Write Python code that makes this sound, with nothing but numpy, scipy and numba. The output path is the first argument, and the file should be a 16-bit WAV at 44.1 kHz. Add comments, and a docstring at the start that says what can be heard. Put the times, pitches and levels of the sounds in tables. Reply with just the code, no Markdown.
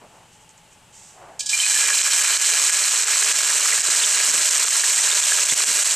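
"""A leg of meat is laid into hot oil in a heavy skillet on a gas stove.
First burner rush, hum and hollow tone (noise, sines), knocks and scuffs of the cook (shaped noise), faint oil sputters.
The wet tip flashes to steam in quick bursts of filtered clicks, which ring the skillet wall (resonances).
Then the whole piece fries: steam clicks crackle, damped tones bubble and plop, single sharp ticks spit.
A limiter ducks everything around strong peaks; a treble cut ends the chain."""
import sys
import numpy as np
from scipy import signal
from scipy.fft import rfft, irfft
from scipy.io import wavfile
from scipy.ndimage import uniform_filter1d, minimum_filter1d
from numba import njit

SR = 44100
rng = np.random.default_rng(int(sys.argv[2]) if len(sys.argv) > 2 else 0)


def pcm_store(signal):
    """Save signal as 16-bit PCM."""
    levels = np.round(np.clip(np.atleast_2d(signal), -1, 1) * 32767)
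    wavfile.write(sys.argv[1], SR, levels.astype(np.int16).T)


N = 262395
TIME = np.arange(N) / SR
# Sign of a side signal in the two channels. Each row: sign [no unit], left then right.
SIDES = np.array([[1], [-1]])


def undb(db):
    """Decibels to gain."""
    return 10 ** (np.asarray(db) / 20)


def unit(x):
    """Scale to rms 1."""
    return x / np.sqrt(np.mean(x ** 2) + 1e-18)


def curve(table):
    """Rows of (s, value), joined by straight lines in time."""
    return np.interp(TIME, *np.transpose(table))


def colour(x, points):
    """Causal minimum-phase filter with the given (Hz, dB) response."""
    hz, db = np.transpose(points)
    size = 4096
    freq = np.maximum(np.fft.rfftfreq(size, 1 / SR), 1)
    log_gain = np.log(undb(np.interp(np.log(freq), np.log(hz), db)))
    cepstrum = irfft(log_gain)
    fold = np.r_[1, np.full(size // 2 - 1, 2), 1, np.zeros(size // 2 - 1)]
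    impulse_response = irfft(np.exp(rfft(cepstrum * fold)))
    return signal.fftconvolve(x, impulse_response)[:N]


def edge(x, hz, kind, order=2):
    """Butterworth low-pass or high-pass."""
    return signal.sosfilt(signal.butter(order, hz, kind, fs=SR, output="sos"), x + 1e-18)


def ring(x, modes):
    """Sum of parallel resonances, rows of (Hz, width Hz, dB)."""
    out = 0
    for hz, width_hz, db in modes:
        b, a = signal.iirpeak(hz, hz / width_hz, fs=SR)
        out = out + undb(db) * signal.lfilter(b, a, x + 1e-18)
    return out


def walk(rate_hz):
    """Random line through knots at the given rate, spread near 1."""
    knots = rng.standard_normal(N)
    return 1.2 * np.interp(TIME * rate_hz, np.arange(N), knots)


def burst(start_s, decay_s, rise_s=0.0024):
    """Quick swell, exponential fade."""
    age_s = np.maximum(TIME - start_s, 0)
    return (1 - np.exp(-age_s / rise_s)) * np.exp(-np.minimum(age_s / decay_s, 20))


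def clicks(rate_hz, spread_db):
    """Random ruptures: many small, a few large, either sign."""
    size = undb(spread_db * np.minimum(rng.exponential(size=N), 6))
    struck = rng.random(N) < rate_hz / SR
    return unit(struck * size * rng.choice([-1, 1], N))


def add(out, start_s, sound):
    """Mix a short sound in at a time."""
    i = int(start_s * SR)
    out[i:i + len(sound)] += sound[:max(N - i, 0)]


# Burner and room noise response. Each row: frequency in Hz, gain in dB.
KITCHEN_RESPONSE = [(25, -8), (60, -7.5), (85, -4), (160, -3), (310, -10), (600, -8), (1100, -10.5),
                    (2000, -12.5), (3000, -9), (3600, -15.5), (5300, -18.5), (7800, -12), (10000, -21),
                    (13000, -30)]


def kitchen():
    """Steady rush of the burner with a hollow tone, and faint mains hum."""
    mid, side = (unit(colour(noise, KITCHEN_RESPONSE)) for noise in rng.standard_normal((2, N)))
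    hollow = unit(ring(rng.standard_normal(N), [(864, 45, 1.0), (173, 15, -3.5)]))
    hum = undb(-69) * np.sin(2 * np.pi * 60 * TIME) + undb(-66) * np.sin(2 * np.pi * 120 * TIME)
    rush = undb(-53.5) * mid * undb(0.13 * walk(3.0))
    steady = rush + undb(-59.5) * hollow + hum
    return steady * undb(0.47 * SIDES) + undb(-67.5) * side * SIDES


# Dull knocks as meat and cook shift. Each row: start in s, level in dB, decay in s, upper edge in Hz.
KNOCKS = [(.015, -47.5, 0.047, 900), (3.79, -31, 0.0082, 650), (3.884, -27, 0.011, 560),
          (4.279, -35, 0.047, 600), (4.335, -36, 0.07, 520), (5.52, -22, 0.012, 700),
          (5.68, -38, 0.032, 323)]
KNOCK_RISE_S, CRACK_S, CRACK_DB = .0015, 0.0046, -2  # short crack at each knock, level against its thud
# Clothes and shoes scuff. Each row: centre in s, level in dB, length (full width at 1/e) in s.
SCUFFS = [(0.036, -51, 0.052), (0.157, -53, 0.22), (1.23, -45.5, 0.14), (1.333, -48, 0.17)]
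# Scuff response. Each row: frequency in Hz, gain in dB.
SCUFF_RESPONSE = [(100, -23), (300, -11), (550, -3.5), (720, 2), (1100, -6), (1800, -13), (4000, -35),
                  (10000, -51)]


def cook():
    """Knocks are bursts of low noise with a crack; scuffs are swells of coloured clicks."""
    thud = edge(rng.standard_normal(N), 110, "high", order=3)
    crack = unit(edge(edge(rng.standard_normal(N), 600, "high"), 3000, "low", order=4))
    knocks = 0
    for start_s, db, decay_s, hz in KNOCKS:
        body = unit(edge(thud, hz, "low", order=4)) * burst(start_s, decay_s, KNOCK_RISE_S)
        snap = undb(CRACK_DB) * crack * burst(start_s, CRACK_S, rise_s=.0005)
        knocks = knocks + undb(db) * (body + snap)
    rub = unit(colour(clicks(5800, spread_db=2.0), SCUFF_RESPONSE))
    swells = sum(undb(db) * np.exp(-(2 * (TIME - t) / length_s) ** 2) for t, db, length_s in SCUFFS)
    return knocks + rub * swells


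# Faint sputters of the hot oil. Each row: start in s, level in dB, hold in s.
SPUTTERS = [(.11, -61, .06), (.31, -54, .04), (.4, -55, 0.027), (.492, -50, 0.013), (.57, -54, .015),
            (0.702, -54, 0.032), (0.923, -47.5, 0.17)]
# longer sputters also die away more slowly
SPUTTER_ATTACK_S, SPUTTER_RELEASE_S, RELEASE_PER_HOLD = 0.011, .008, 0.42
# Steam burst response, also used by crackle(). Each row: frequency in Hz, gain in dB.
CRACKLE_RESPONSE = [(60, -63), (150, -39), (350, -46), (600, -23), (1200, -17.5), (3000, -11.5),
                    (4200, -14.5), (4800, -10.5), (6000, -4.5), (7800, 0), (8500, -3.5), (9600, -16),
                    (12000, -23), (14500, -37.5)]


def simmer():
    """The oil fizzes faintly by itself, in short sputters that swell, hold and die away."""
    level = 0
    for start_s, db, hold_s in SPUTTERS:
        age_s = np.maximum(TIME - start_s, 0)
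        release_s = SPUTTER_RELEASE_S + RELEASE_PER_HOLD * hold_s
        swell = 1 - np.exp(-age_s / SPUTTER_ATTACK_S)
        fade = np.exp(-np.maximum(age_s - hold_s, 0) / release_s)
        level = level + undb(db) * swell * fade
    return unit(colour(clicks(7000, spread_db=1.5), CRACKLE_RESPONSE)) * level


LAID_S, SPREAD_S = 1.49, 0.025  # meat meets the oil; time constant of the hiss spreading round it


def time_in_oil():
    """Seconds since the meat was laid down."""
    return np.maximum(TIME - LAID_S, 0)


# Frying vigour as the meat is lowered, let go and pushed into place. Each row: time in s, level in dB.
VIGOUR = [(1.5, -9), (1.56, -10), (1.77, 2), (1.9, -4), (2.12, 3), (2.33, -1), (2.48, 4), (2.86, -4),
          (3.26, -0.5), (3.47, -7), (3.68, 0), (4.1, -1.5), (4.25, -2.5), (4.4, 2), (4.7, -.5), (5.08, -1),
          (5.7, 1.5), (5.94, -3)]


def vigour():
    """Strength of the frying: nothing until the meat is down, then it follows the handling."""
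    return (1 - np.exp(-time_in_oil() / SPREAD_S)) * undb(curve(VIGOUR))


# Spits of fat at known times, from faint early ticks to hard cracks. Each row: start in s, peak in dB.
SPITS = [(0.4928, -32), (.579, -35), (1.462, -13), (1.4932, -10), (2.021, 9), (2.038, 6), (2.09, 5.5),
         (2.3752, 11.5), (3.044, 6), (3.2335, 4.5), (3.326, 5), (3.8002, 3.5), (3.8188, 8), (3.893, 5.5),
         (4.3156, 4), (4.4946, 7), (4.656, 5), (4.6903, 8), (5.2062, 6), (5.4415, 8), (5.542, 10.5),
         (5.6441, 12), (5.835, 6)]
# Spit response. Each row: frequency in Hz, gain in dB.
SPIT_RESPONSE = [(500, -26), (3000, -79), (5000, -9), (6500, 3.5), (7800, 6), (8800, 0), (10000, -28),
                 (14500, -35.5)]
RANDOM_SPITS_PER_S, RANDOM_SPIT_DB, RANDOM_SPIT_SPREAD_DB = 4.6, -1.5, 1  # at a vigour of 0 dB


def spits():
    """Single droplets explode with one very sharp tick: listed ones, others at random in the frying."""
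    sizes = undb(RANDOM_SPIT_DB + RANDOM_SPIT_SPREAD_DB * rng.standard_normal(N))
    out = (rng.random(N) < RANDOM_SPITS_PER_S / SR) * sizes * vigour()
    for start_s, db in SPITS:
        add(out, start_s, undb([db]))
    tick = colour(signal.unit_impulse(N), SPIT_RESPONSE)
    return colour(out, SPIT_RESPONSE) / np.abs(tick).max()


# First touches of wet meat on oil. Each row: start in s, level in dB, decay in s, lower edge in Hz.
FLASHES = [(1.392, -17.5, .012, 4600), (1.403, -17, 0.0076, 3320), (1.422, -31.5, 0.041, 2730),
           (1.459, -18, 0.016, 4120), (1.489, -20, 0.032, 2850)]


def flashes():
    """The wet tip flashes to steam: returns the hiss in the air and the push on the metal."""
    response = [(300, -20), (1500, -9.0), (4000, 4), (8400, 4.5), (9600, -12.0), (13000, -24)]
    steam = unit(colour(clicks(18000, spread_db=2.5), response))
    hiss, push = 0, 0
    for start_s, db, decay_s, hz in FLASHES:
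        puff = undb(db) * steam * burst(start_s, decay_s)
        hiss = hiss + edge(puff, hz, "high", order=4)
        push = push + puff
    return hiss, push


# Free ringing of the skillet wall. Each row: frequency in Hz, width in Hz, gain in dB.
WALL_MODES = [(1677, 12, 12.5), (2400, 81, 2.5), (3074, 49, 4.5), (4080, 90, 1), (5310, 55, -1),
              (7800, 310, -13)]
WALL_DB, WALL_PUSH_DB, DAMPING_DB_PER_S = 2, 1, 7  # drive from frying, from flashes; loss under the meat


def skillet_wall(frying, push):
    """Frying and flashes drive the wall modes; the drive weakens as the meat lies down and damps the wall."""
    freedom = undb(-DAMPING_DB_PER_S * time_in_oil())
    drive = undb(WALL_DB) * frying + undb(WALL_PUSH_DB) * push
    return ring(drive * freedom, WALL_MODES)


CRACKLE_DB = -11.5  # at a vigour of 0 dB


def sputter(rate_hz, decay_s, spread_db):
    """Each water droplet boils off in a short flurry; the flurries overlap."""
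    droplets = clicks(rate_hz, spread_db) ** 2
    power = signal.lfilter([1], [1, -np.exp(-1 / (decay_s * SR))], droplets)
    return unit(np.sqrt(power))


def crackle():
    """Flurries of tiny steam bursts all round the meat, with lone sharp ticks between them."""
    flurries = sputter(1100, decay_s=.0016, spread_db=2.0)
    pops = clicks(14000, spread_db=2.0) * flurries * undb(0.67 * walk(18))
    ticks = edge(clicks(360, spread_db=1.5), 10900, "high", order=4)
    return unit(colour(pops + undb(0.5) * ticks, CRACKLE_RESPONSE)) * undb(CRACKLE_DB)


def bubble(hz, t60_s, glide):
    """A damped tone whose pitch rises as the bubble reaches the surface."""
    t = np.arange(int(t60_s * SR) + 2) / SR
    return np.sin(2 * np.pi * hz * t * (1 + glide * t / t60_s)) * 10 ** (-3 * t / t60_s)


def swarm(pitch_hz, count, octaves, cycles, spread_db):
    """Bubbles at random moments, scattered round a pitch: many faint, a few loud."""
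    out = np.zeros(N)
    for when, size, life, a, b in rng.random((count, 5)):
        scatter = np.sqrt(-2 * np.log(1 - a)) * np.cos(2 * np.pi * b)  # normal deviate
        hz = min(pitch_hz[int(when * N)] * 2 ** (octaves * scatter), SR / 5)
        strength = undb(spread_db * min(-np.log(1 - size), 5.5))
        t60_s = cycles * (.5 + life) / hz
        add(out, when * N / SR, strength * bubble(hz, t60_s, glide=.08))
    return unit(edge(out, 1056, "high", order=3))


# Narrow gaps along the edge of the meat. Each row: frequency in Hz, width in Hz, gain in dB.
GAP_MODES = [(2910, 460, 0), (3740, 73, -14), (4150, 470, 14.5)]
# Skillet loaded by the meat. Each row: frequency in Hz, width in Hz, gain in dB.
BASE_MODES = [(288, 47, -9), (447, 29.3, 4), (602, 40, 4.5), (711, 19, 1.5), (972, 27, 6.5), (1060, 21, -7),
              (1360, 110, -25), (1648, 62, 10), (2410, 285, 6.5), (2765, 100, 6.5)]
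BEADS_DB, BUBBLING_DB, BASE_DB = -25, -21.5, -27.5  # at a vigour of 0 dB, before build-up, drying and surges
SEAL_S, DRY_DB_PER_S = 0.32, 1.33  # bubbling builds as the meat traps water, then eases as it dries
FIRST_BUBBLE_HZ, SETTLED_BUBBLE_HZ, SETTLE_S = 3200, 2194, 0.18  # bubbles grow under the settling meat
WEIGHT_S = 0.43  # the bottom sounds more as the meat's weight comes to rest on it


def bubbling(surge_db=1.27):
    """Beads of steam burst at the edge; larger bubbles squeeze out from under the meat; the skillet shakes."""
    age_s = time_in_oil()
    pitch_hz = SETTLED_BUBBLE_HZ + (FIRST_BUBBLE_HZ - SETTLED_BUBBLE_HZ) * np.exp(-age_s / SETTLE_S)
    trapped_water = (1 - np.exp(-age_s / SEAL_S)) * undb(-DRY_DB_PER_S * age_s)
    weight = 1 - np.exp(-age_s / WEIGHT_S)
    beads = unit(edge(ring(clicks(1500, spread_db=3.5), GAP_MODES), 1800, "high"))
    large = swarm(pitch_hz, count=8000, octaves=.48, cycles=9, spread_db=2.7)
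    base = unit(edge(ring(clicks(2200, spread_db=2.5), BASE_MODES), 284, "high"))
    under = undb(BUBBLING_DB) * large * trapped_water + undb(BASE_DB) * base * weight
    return undb(BEADS_DB) * beads + under * undb(surge_db * walk(14))


# Big steam bubbles. Each row: start in s, level in dB, starting pitch in Hz, t60 in s.
PLOPS = [(1.532, -12.5, 2366, 0.12), (1.6, -12, 3050, 0.046), (1.635, -10, 2463, 0.095),
         (1.76, -10, 1705, 0.11), (3.725, -10.5, 1980, .04), (3.914, -9.5, 4060, 0.031),
         (4.037, -7, 3500, 0.03), (4.041, -7, 3080, 0.021), (4.361, -8, 2700, 0.017),
         (4.837, -6.5, 1800, 0.02), (4.987, -12.5, 1940, 0.03), (5.115, -7, 3590, 0.027),
         (5.237, -9, 3540, 0.031), (5.32, -4.5, 1675, 0.034), (5.498, -8.5, 3420, 0.045),
         (5.522, -5, 2060, 0.013)]


def plops():
    """Pockets of steam escape with a short note."""
    out = np.zeros(N)
    for start_s, db, hz, t60_s in PLOPS:
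        add(out, start_s, undb(db) * bubble(hz, t60_s, glide=0.045))
    return edge(out, 990, "high")


# Skillet off the axis of the microphone pair. Each row: frequency in Hz, left minus right in dB.
TILT = [(100, -.4), (370, -2.5), (690, -.5), (1270, 0), (2340, -2), (4310, -2.8), (7940, -1.8),
        (14600, -.2)]
# Sound reaches the two ports out of step. Each row: frequency in Hz, side against mid in dB.
SKEW = [(100, -12), (250, -15), (500, -19), (900, -30), (1400, -32), (2400, -20), (4000, -22), (8000, -23),
        (14000, -23)]


def room(x, t60_s=0.079, wet_db=-19, side_db=-18, side_hz=3800):
    """Direct sound at the two ports, plus faint small-room reflections that differ mainly in the treble."""
    t = np.arange(SR // 2) / SR
    tails = rng.standard_normal((2, len(t))) * 10 ** (-3 * t / t60_s) * (t > .004)
    mid, side = (signal.fftconvolve(x, tail / np.linalg.norm(tail))[:N] for tail in tails)
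    hz, spectrum = np.fft.rfftfreq(2 * N, 1 / SR), rfft(x, 2 * N)
    tilt_db, skew_db = (np.interp(hz, *np.transpose(table)) for table in (TILT, SKEW))
    quadrature = 1j * SIDES * undb(skew_db)  # a quarter cycle out of phase
    direct = irfft(spectrum * (undb(SIDES * tilt_db / 2) + quadrature))[:, :N]
    treble_side = edge(side, side_hz, "high", order=1) * SIDES
    return direct + undb(wet_db) * mid + undb(side_db) * treble_side


def scene():
    """Skillet sounds pass through the room; cook and kitchen are added directly."""
    background = kitchen() + cook()
    hiss, push = flashes()
    frying = (crackle() + bubbling()) * vigour()
    wall = skillet_wall(frying, push)
    return room(simmer() + hiss + wall + spits() + frying + plops()) + background


@njit
def hold(x, keep):
    """Peak follower: instant rise, exponential fall."""
    out, e = np.empty(len(x)), 0.
    for i in range(len(x)):
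        e = max(x[i], e * keep)
        out[i] = e
    return out


def limiter(x, top_db=-8, release_s=0.025, ratio=6, size=130):
    """Looks three milliseconds (size, in samples) ahead, ducks for each peak over the top, recovers quickly."""
    peak = -minimum_filter1d(-np.abs(x).max(axis=0), size, origin=-(size // 2))
    held_peak = hold(peak, np.exp(-1 / (release_s * SR)))
    over = np.maximum(held_peak / undb(top_db), 1)
    return x * uniform_filter1d(over ** (1 / ratio - 1), size=24)


TOP_HZ = 14500


def record(dry):
    """Limiter, faint low flutter between the sides that follows the loudness, and treble cut."""
    held = limiter(dry)
    flutter = edge(edge(held.mean(axis=0) ** 2, 90, "low", order=1), 20, "high")
    held = held + undb(-12.5) * flutter * SIDES
    return signal.sosfilt(signal.ellip(8, .2, 70, TOP_HZ, fs=SR, output="sos"), held)


dry = scene()
out = record(dry)
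pcm_store(out)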